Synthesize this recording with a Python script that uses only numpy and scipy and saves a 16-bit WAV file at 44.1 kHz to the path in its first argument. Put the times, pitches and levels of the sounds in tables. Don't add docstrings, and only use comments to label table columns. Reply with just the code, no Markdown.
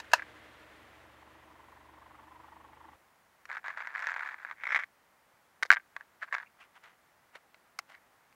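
import sys
import numpy as np
from scipy import signal
from scipy.fft import rfft, irfft, next_fast_len
from scipy.io import wavfile
from scipy.ndimage import map_coordinates

SR = 44100
rng = np.random.default_rng(int(sys.argv[2]) if len(sys.argv) > 2 else 0)


def generate_wav(signal):
    frames = np.transpose(np.atleast_2d(signal))
    scaled = np.clip(frames, -1, 1) * 32767
    pcm = np.round(scaled).astype(np.int16)
    wavfile.write(sys.argv[1], SR, pcm)


N = 368235
T = np.arange(N) / SR


def amp(db):
    return 10 ** (np.asarray(db) / 20)


def unit(x):
    return x / np.sqrt(np.mean(x ** 2) + 1e-20)


def fade(t, t60_s):
    return np.exp(-np.log(1000) * t / t60_s)


def curves(rows):
    t_s, *columns = np.transpose(rows)
    return [np.interp(T, t_s, column) for column in columns]


def wobble(rate_hz):
    knots = rng.standard_normal(int(N * rate_hz / SR) + 4)
    return map_coordinates(knots, [T * rate_hz])


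def coloured(x, spectrum):
    m = 2 * next_fast_len(len(x) // 2 + 2048)
    f_hz, level_db = np.transpose(spectrum)
    log_f = np.log(np.fft.rfftfreq(m, 1 / SR) + 1)
    log_gain = np.log(amp(np.interp(log_f, np.log(f_hz), level_db)))
    cepstrum = irfft(log_gain, m)
    cepstrum[1:m // 2] *= 2
    cepstrum[m // 2 + 1:] = 0
    response = np.exp(rfft(cepstrum))
    return irfft(rfft(x, m) * response, m)[:len(x)]


def noise(spectrum):
    return unit(coloured(rng.standard_normal(N), spectrum))


def grains(rate_hz, spread_db):
    present = rng.random(N) < rate_hz / SR
    size = amp(spread_db * np.clip(rng.standard_normal(N), -2, 2))
    return unit(present * size * rng.choice([-1, 1], N))


def strokes(rows, attack_s, release_s):
    gain = np.zeros(N)
    for start_s, length_s, level_db, swell_db in rows:
        progress = np.clip((T - start_s) / length_s, 0, 1)
        rise = fade(np.maximum(start_s - T, 0), attack_s)
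        fall = fade(np.maximum(T - start_s - length_s, 0), release_s)
        gain = np.maximum(gain, amp(level_db + swell_db * (progress - .5)) * rise * fall)
    return gain


# (f/Hz, relative level/dB, t60/s)
BASE_MODES = [(790, -23.5, .03), (970, -11, 0.034), (1170, -3, 0.041), (1630, -2.5, 0.018),
              (1890, -0.5, 0.0083), (2166, 1, 0.016), (3720, -6.5, 0.032), (5430, -3, 0.0094)]
# (f/Hz, relative level/dB)
CRACK_SPECTRUM = [(150, -55), (500, -36), (2500, -18.5), (3700, 2), (4400, 3.5), (5200, 1), (6800, -4.5),
                  (9500, -18), (13000, -19), (16000, -34)]


def contacts(rows, body, chatter_db, chatter_t60_s, ring_db, crack_offset_db, echo_db, echo_t60_s):
    out, t = np.zeros(N + SR), np.arange(SR // 5) / SR

    def sized(x, db):
        return amp(db) * x / np.linalg.norm(x)

    for t_s, peak_db, crack_db in rows:
        ring = np.zeros(len(t))
        for f_hz, level_db, t60_s in BASE_MODES:
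            gain = amp(level_db + rng.normal(0, 2))
            ring += gain * fade(t, t60_s) * np.cos(2 * np.pi * f_hz * rng.normal(1, 0.018) * t)
        chatter = rng.standard_normal(len(t)) * fade(t, chatter_t60_s)
        echo = rng.standard_normal(len(t)) * fade(t, echo_t60_s)
        blow = sized(ring, ring_db) + sized(chatter, chatter_db) + sized(echo, echo_db)
        blow[0] += 1
        crack = sized(coloured(blow, CRACK_SPECTRUM), min(crack_db + crack_offset_db, 0))
        hit = sized(coloured(blow, body), 0) + crack
        out[round(t_s * SR):][:len(t)] += amp(peak_db) * hit / np.abs(hit).max()
    return out[:N]


# (t/s, tyre level/dB, chuff level/dB)
CAR_LEVELS = [(0, -56, -70), (.35, -56, -70), (1.2, -62, -60.5), (1.5, -64.5, -58), (2.5, -67.5, -54),
              (2.9, -67.5, -55)]
# (t/s, firings so far)
FIRINGS = [(0, 0), (1.272, 30), (1.601, 38), (2.281, 54), (2.733, 65), (2.97, 71)]
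# (multiple of firing rate, rms level/dB)
ENGINE_ORDERS = [(2, -83), (3, -71), (4, -81.5), (5, -78.5)]
# (multiple of firing rate, peak level/dB)
ACCESSORY_WHINE = [(9.95, -80), (13.1, -72.5), (26.45, -77.5)]
# (f/Hz, relative level/dB)
TYRE_SPECTRUM = [(59, -37), (100, -3.5), (210, -16.5), (313, -3.5), (353, -10), (631, -3), (803, -8.5),
                 (2020, -4.5), (2190, -8.5), (3330, -14), (5390, -27), (12000, -35), (15600, -63),
                 (22000, -120)]
CHUFF_SPECTRUM = [(200, -29.5), (650, -10.5), (850, 2.5), (1030, 5), (1300, -6), (1600, -12.5), (1900, -7),
                  (2400, -22.5), (3200, -20.5), (3800, -35.5), (6000, -43.5), (12000, -63.5)]
RUMBLE_SPECTRUM = [(60, -27.5), (170, -14), (235, -5.5), (270, -7.5), (318, 0), (380, -8.5), (500, -9.5),
                   (1500, -35), (8000, -74)]
CAR_END_S, CAR_FADE_S = 2.96, 0.0023


def car():
    tyre_db, chuff_db = curves(CAR_LEVELS)
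    turns = curves(FIRINGS)[0]
    beat = unit(amp(7.3 * np.cos(2 * np.pi * turns) + 1 * wobble(22)))
    chuff = amp(chuff_db) * beat * noise(CHUFF_SPECTRUM)
    hum = np.zeros(N)
    for order, level_db in ENGINE_ORDERS:
        phase = 2 * np.pi * (round(order) * turns + rng.random())
        hum += amp(level_db + 1 * wobble(4)) * np.sqrt(2) * np.sin(phase)
    whine = np.zeros(N)
    for order, level_db in ACCESSORY_WHINE:
        phase = 2 * np.pi * order * turns + .7 * wobble(25)
        whine += amp(level_db + 2 * wobble(20)) * np.sin(phase)
    tyre = amp(tyre_db + 0.76 * wobble(44)) * noise(TYRE_SPECTRUM)
    rumble = amp(-70.0 + 0.63 * wobble(9.1)) * noise(RUMBLE_SPECTRUM)
    gate = np.clip((CAR_END_S - T) / CAR_FADE_S + 1, 0, 1)
    return (tyre + chuff + hum + whine + rumble) * gate


# (f/Hz, relative level/dB)
AIR_SPECTRUM = [(20, -22), (60, -7), (100, -5), (180, -5), (400, -5.5), (800, 0), (1250, -1.5), (2000, -4),
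                (2600, -11), (4000, -16), (8000, -19), (16000, -20)]
AIR_DB = -67


def air():
    return amp(AIR_DB + 0.36 * wobble(4.7)) * noise(AIR_SPECTRUM)


# (t/s, peak level/dB, crack before offset/dB)
SNAPS = [(.001, -28.5, -8.5), (.045, -46.5, -16), (.116, -37, -13.5), (.12, -38.5, -10.5),
         (.1322, -22.5, -36.5), (.1345, -5, -14.5), (.142, -19, -20.5)]
# (f/Hz, relative level/dB)
PINNED_SPECTRUM = [(100, -49.5), (300, -31), (600, -8.5), (820, -14.5), (960, -1.5), (1100, -13),
                   (1300, -7), (1480, -3), (1750, -0.5), (2150, -20.5), (2650, -5.5), (3300, -24),
                   (3800, -11.5), (5000, -35), (16000, -59.5)]


def snaps():
    return contacts(SNAPS, PINNED_SPECTRUM, chatter_db=5.5, chatter_t60_s=0.027, ring_db=-16.5,
                    crack_offset_db=3.5, echo_db=-5.0, echo_t60_s=0.1)


BOUNCE_SHRINK, BOUNCE_LOSS_DB = .85, 5.2
REBOUND_CRACK_DB = 8.5


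def bounces(t_s, peak_db, flight_s, crack_db, count):
    rows = []
    for k in range(count):
        rows.append((t_s, peak_db - BOUNCE_LOSS_DB * k, crack_db + REBOUND_CRACK_DB * (k > 0)))
        t_s = t_s + flight_s * BOUNCE_SHRINK ** k
    return rows


# (t/s, first peak level/dB, first flight/s, contact count, first crack before offset/dB)
DROPS = [(.18, -35, .003, 2, -35), (.1875, -34, .003, 2, -35), (.195, -26, .003, 5, -38),
         (.2215, -29, .003, 3, -33), (5.6266, -16, 0, 1, -23), (5.6312, -15, 0, 1, -13.5),
         (5.652, -31, .0065, 3, -17), (5.7037, 0, .012, 6, -28.5), (5.7608, -26, .003, 2, -46),
         (5.769, -19, 0, 1, -41), (5.776, -30, .003, 2, -42), (5.798, -42, .004, 2, -38)]
# (f/Hz, relative level/dB)
SHELL_SPECTRUM = [(100, -62.5), (350, -37), (700, -17.5), (1100, -13.5), (1580, 0.5), (2100, -5.5),
                  (2600, -17), (3200, -25.5), (5000, -63), (16000, -77.5)]


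def falls():
    rows = []
    for t_s, peak_db, flight_s, count, crack_db in DROPS:
        rows += bounces(t_s, peak_db, flight_s, crack_db, count=round(count))
    return contacts(rows, SHELL_SPECTRUM, chatter_db=0.5, chatter_t60_s=0.017, ring_db=-12,
                    crack_offset_db=2.5, echo_db=-17, echo_t60_s=.05)


# (t/s, peak level/dB, crack before offset/dB)
TICKS = [(3.4545, -36, -20.5), (6.838, -46, -20), (7.3565, -41, -34), (7.3675, -54, -36),
         (7.5445, -43, -37), (7.7887, -28.5, -3), (7.79, -23.5, -13.5), (7.9495, -43, -31),
         (8.3265, -49.5, -24)]
# (f/Hz, relative level/dB)
HELD_SPECTRUM = [(100, -44), (380, -33), (620, 2.5), (900, -4), (1400, 2.5), (1750, -0.5), (2100, 4.5),
                 (2600, 0), (3300, -10.5), (4300, -3.5), (8000, -28.5), (16000, -34)]


def ticks():
    return contacts(TICKS, HELD_SPECTRUM, chatter_db=4, chatter_t60_s=0.022, ring_db=-18,
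                    crack_offset_db=5, echo_db=-22, echo_t60_s=0.045)


def stuck(rows, hold_s, dip_db):
    return amp(dip_db * sum((T > t_s - hold_s) & (T < t_s) for t_s, *_ in rows))


# (start t/s, length/s, mid level/dB, swell start to end/dB)
DRAGS = [(3.495, 0.081, -40, 2.5), (3.642, 0.056, -39, 6), (3.71, 0.052, -49.5, -7),
         (3.768, 0.051, -39.5, -1), (3.835, 0.114, -47, -1), (3.945, .2, -36.5, 2), (4.16, .18, -41.5, -3),
         (4.365, 0.16, -49.5, 5.5), (4.555, .085, -56.5, 27), (4.655, .12, -36, 7.5),
         (4.78, 0.04, -42, 5.5), (5.964, .003, -47.5, 1), (6.005, 0.0047, -48.5, -6),
         (6.224, 0.0058, -37.5, 4), (6.283, 0.01, -54, -13), (6.329, 0.019, -28.5, 1.5),
         (6.365, .07, -46.5, -10)]
# (f/Hz, relative level/dB)
GRIT_SPECTRUM = [(120, -79), (200, -46), (412, -30.5), (467, -20.5), (946, -2.5), (1200, -2), (1660, 6),
                 (2250, -3.5), (3010, -23), (3470, -20.5), (4810, -29), (5360, -37), (7150, -33.5),
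                 (9050, -48), (15000, -83)]
EDGE_SPECTRUM = [(100, -40), (350, -37), (500, -21.5), (900, -13), (1300, -6.5), (1600, 0), (2200, 0.5),
                 (2500, -11.5), (2800, -21), (3400, -21), (4400, -38.5), (5400, -32.5), (9000, -49),
                 (16000, -79)]
SAND_SPECTRUM = [(500, -55), (2500, 16), (3500, 1), (5400, 4), (7000, -5), (9000, -18.5), (16000, -40)]
DRAG_ATTACK_S, DRAG_RELEASE_S = 0.03, 0.063
EDGE_START_S, EDGE_END_S = 4.56, 5


def drag():
    impacts = grains(rate_hz=750, spread_db=3.5)
    energy = signal.fftconvolve(impacts ** 2, fade(T[:1000], t60_s=.0035))[:N]
    catches = unit(np.sqrt(np.abs(energy)) * rng.standard_normal(N))
    catches = catches * stuck([*KNOCKS, *SKIPS], hold_s=.009, dip_db=-9)
    flat = unit(coloured(catches, GRIT_SPECTRUM))
    edge = amp(2.0) * unit(coloured(catches, EDGE_SPECTRUM))
    body = np.where((T > EDGE_START_S) & (T < EDGE_END_S), edge, flat)
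    sand = amp(-26.5) * unit(coloured(grains(rate_hz=92, spread_db=4.5), SAND_SPECTRUM))
    return strokes(DRAGS, DRAG_ATTACK_S, DRAG_RELEASE_S) * (body + sand)


# (t/s, peak level/dB, crack before offset/dB)
KNOCKS = [(3.515, -28.5, -30), (3.569, -25.5, -32), (3.643, -34, -27), (3.682, -24, -18), (3.691, -35, -24),
          (3.804, -31, -24), (3.872, -24, -19), (3.971, -28, -18), (3.993, -26.5, -17),
          (4.023, -28.5, -14.5), (4.041, -33, -14), (4.07, -21, -15.5), (4.106, -28, -20),
          (4.141, -24, -18), (4.163, -22.5, -28), (4.194, -26.5, -20), (4.289, -25, -31),
          (4.343, -26.5, -31), (4.449, -27, -30), (4.512, -25, -27.5), (5.965, -24, -18.5),
          (6.009, -35.5, -23), (6.326, -19.5, -25), (6.342, -19, -29), (6.35, -17, -22), (6.383, -26, -19),
          (6.4, -34.5, -24)]


def knocks():
    return contacts(KNOCKS, GRIT_SPECTRUM, chatter_db=0, chatter_t60_s=.014, ring_db=-14,
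                    crack_offset_db=-2, echo_db=-26, echo_t60_s=.04)


# (t/s, first peak level/dB)
SKIPS = [(4.6363, -21.5), (4.669, -21), (4.7206, -19.5), (4.7466, -12.5), (4.7597, -12), (4.7906, -22),
         (4.825, -32), (4.836, -25.5)]
SKIP_FLIGHT_S, SKIP_CRACK_DB = .0045, -25.5


def skips():
    rows = []
    for t_s, peak_db in SKIPS:
        rows += bounces(t_s, peak_db, SKIP_FLIGHT_S, SKIP_CRACK_DB, count=2)
    return contacts(rows, EDGE_SPECTRUM, chatter_db=-2, chatter_t60_s=.011, ring_db=-16,
                    crack_offset_db=-4, echo_db=-26, echo_t60_s=.04)


# (centre t/s, half-length/s, centre f/Hz, level/dB)
SQUEAKS = [(4.705, 0.055, 5400, -66), (6.47, 0.015, 2430, -55.5), (6.62, 0.025, 2540, -57),
           (7.951, 0.015, 1987, -46.5), (7.98, 0.017, 1990, -60)]


def squeaks():
    out = np.zeros(N)
    rough = unit(wobble(700))
    for t_s, half_s, f_hz, level_db in SQUEAKS:
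        u = np.clip((T - t_s) / half_s, -1, 1)
        pitch_hz = f_hz * (1 + .04 * u)
        tone = np.sin(2 * np.pi * np.cumsum(pitch_hz) / SR)
        out += amp(level_db) * (1 - u * u) ** 2 * rough * tone
    return out


# (t/s, peak level/dB)
PATS = [(5.6265, -39.5), (5.6525, -41), (7.3565, -42.5)]
# (f/Hz, relative level/dB)
HOLLOW_SPECTRUM = [(80, -26), (300, -8.5), (530, 7.5), (900, -6.5), (3000, -47), (16000, -73.5)]
PAT_CRACK_DB = -46


def pats():
    rows = [(t_s, peak_db, PAT_CRACK_DB) for t_s, peak_db in PATS]
    return contacts(rows, HOLLOW_SPECTRUM, chatter_db=-3, chatter_t60_s=.015, ring_db=-14,
                    crack_offset_db=0, echo_db=-24, echo_t60_s=.04)


# (start t/s, length/s, mid level before trim/dB, swell start to end/dB)
RUBS = [(6.228, .01, -46.5, -1.5), (6.61, 0.04, -54.5, -7.5), (6.757, 0.019, -56, -1),
        (6.845, 0.091, -59, -19.5), (7.348, 0.0076, -50, 11), (7.9, 0.063, -57.5, -16)]
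# (f/Hz, relative level/dB)
SKIN_SPECTRUM = [(180, -67), (300, -21), (649, -1), (1450, 5), (1660, 2), (2030, 5), (2410, -2.5),
                 (2950, -3), (4010, -13), (12000, -31), (15600, -61), (22000, -120)]
RUB_ATTACK_S, RUB_RELEASE_S = 0.066, 0.071
RUB_TRIM_DB = -2.5


def rub():
    slips = unit(coloured(grains(rate_hz=3700, spread_db=7), SKIN_SPECTRUM))
    return amp(RUB_TRIM_DB) * strokes(RUBS, RUB_ATTACK_S, RUB_RELEASE_S) * slips


def scene():
    handling = ticks() + drag() + knocks() + skips() + squeaks() + pats() + rub()
    return (car() + air() + snaps() + falls() + handling)[None]


BAND_LIMIT_HZ = 15800


def record(dry):
    m = next_fast_len(N + SR // 2)
    passband = np.fft.rfftfreq(m, 1 / SR) < BAND_LIMIT_HZ
    clipped = np.clip(dry, -1, 1)
    return irfft(rfft(clipped, m) * passband, m)[:, :N]


dry = scene()
out = record(dry)
generate_wav(out)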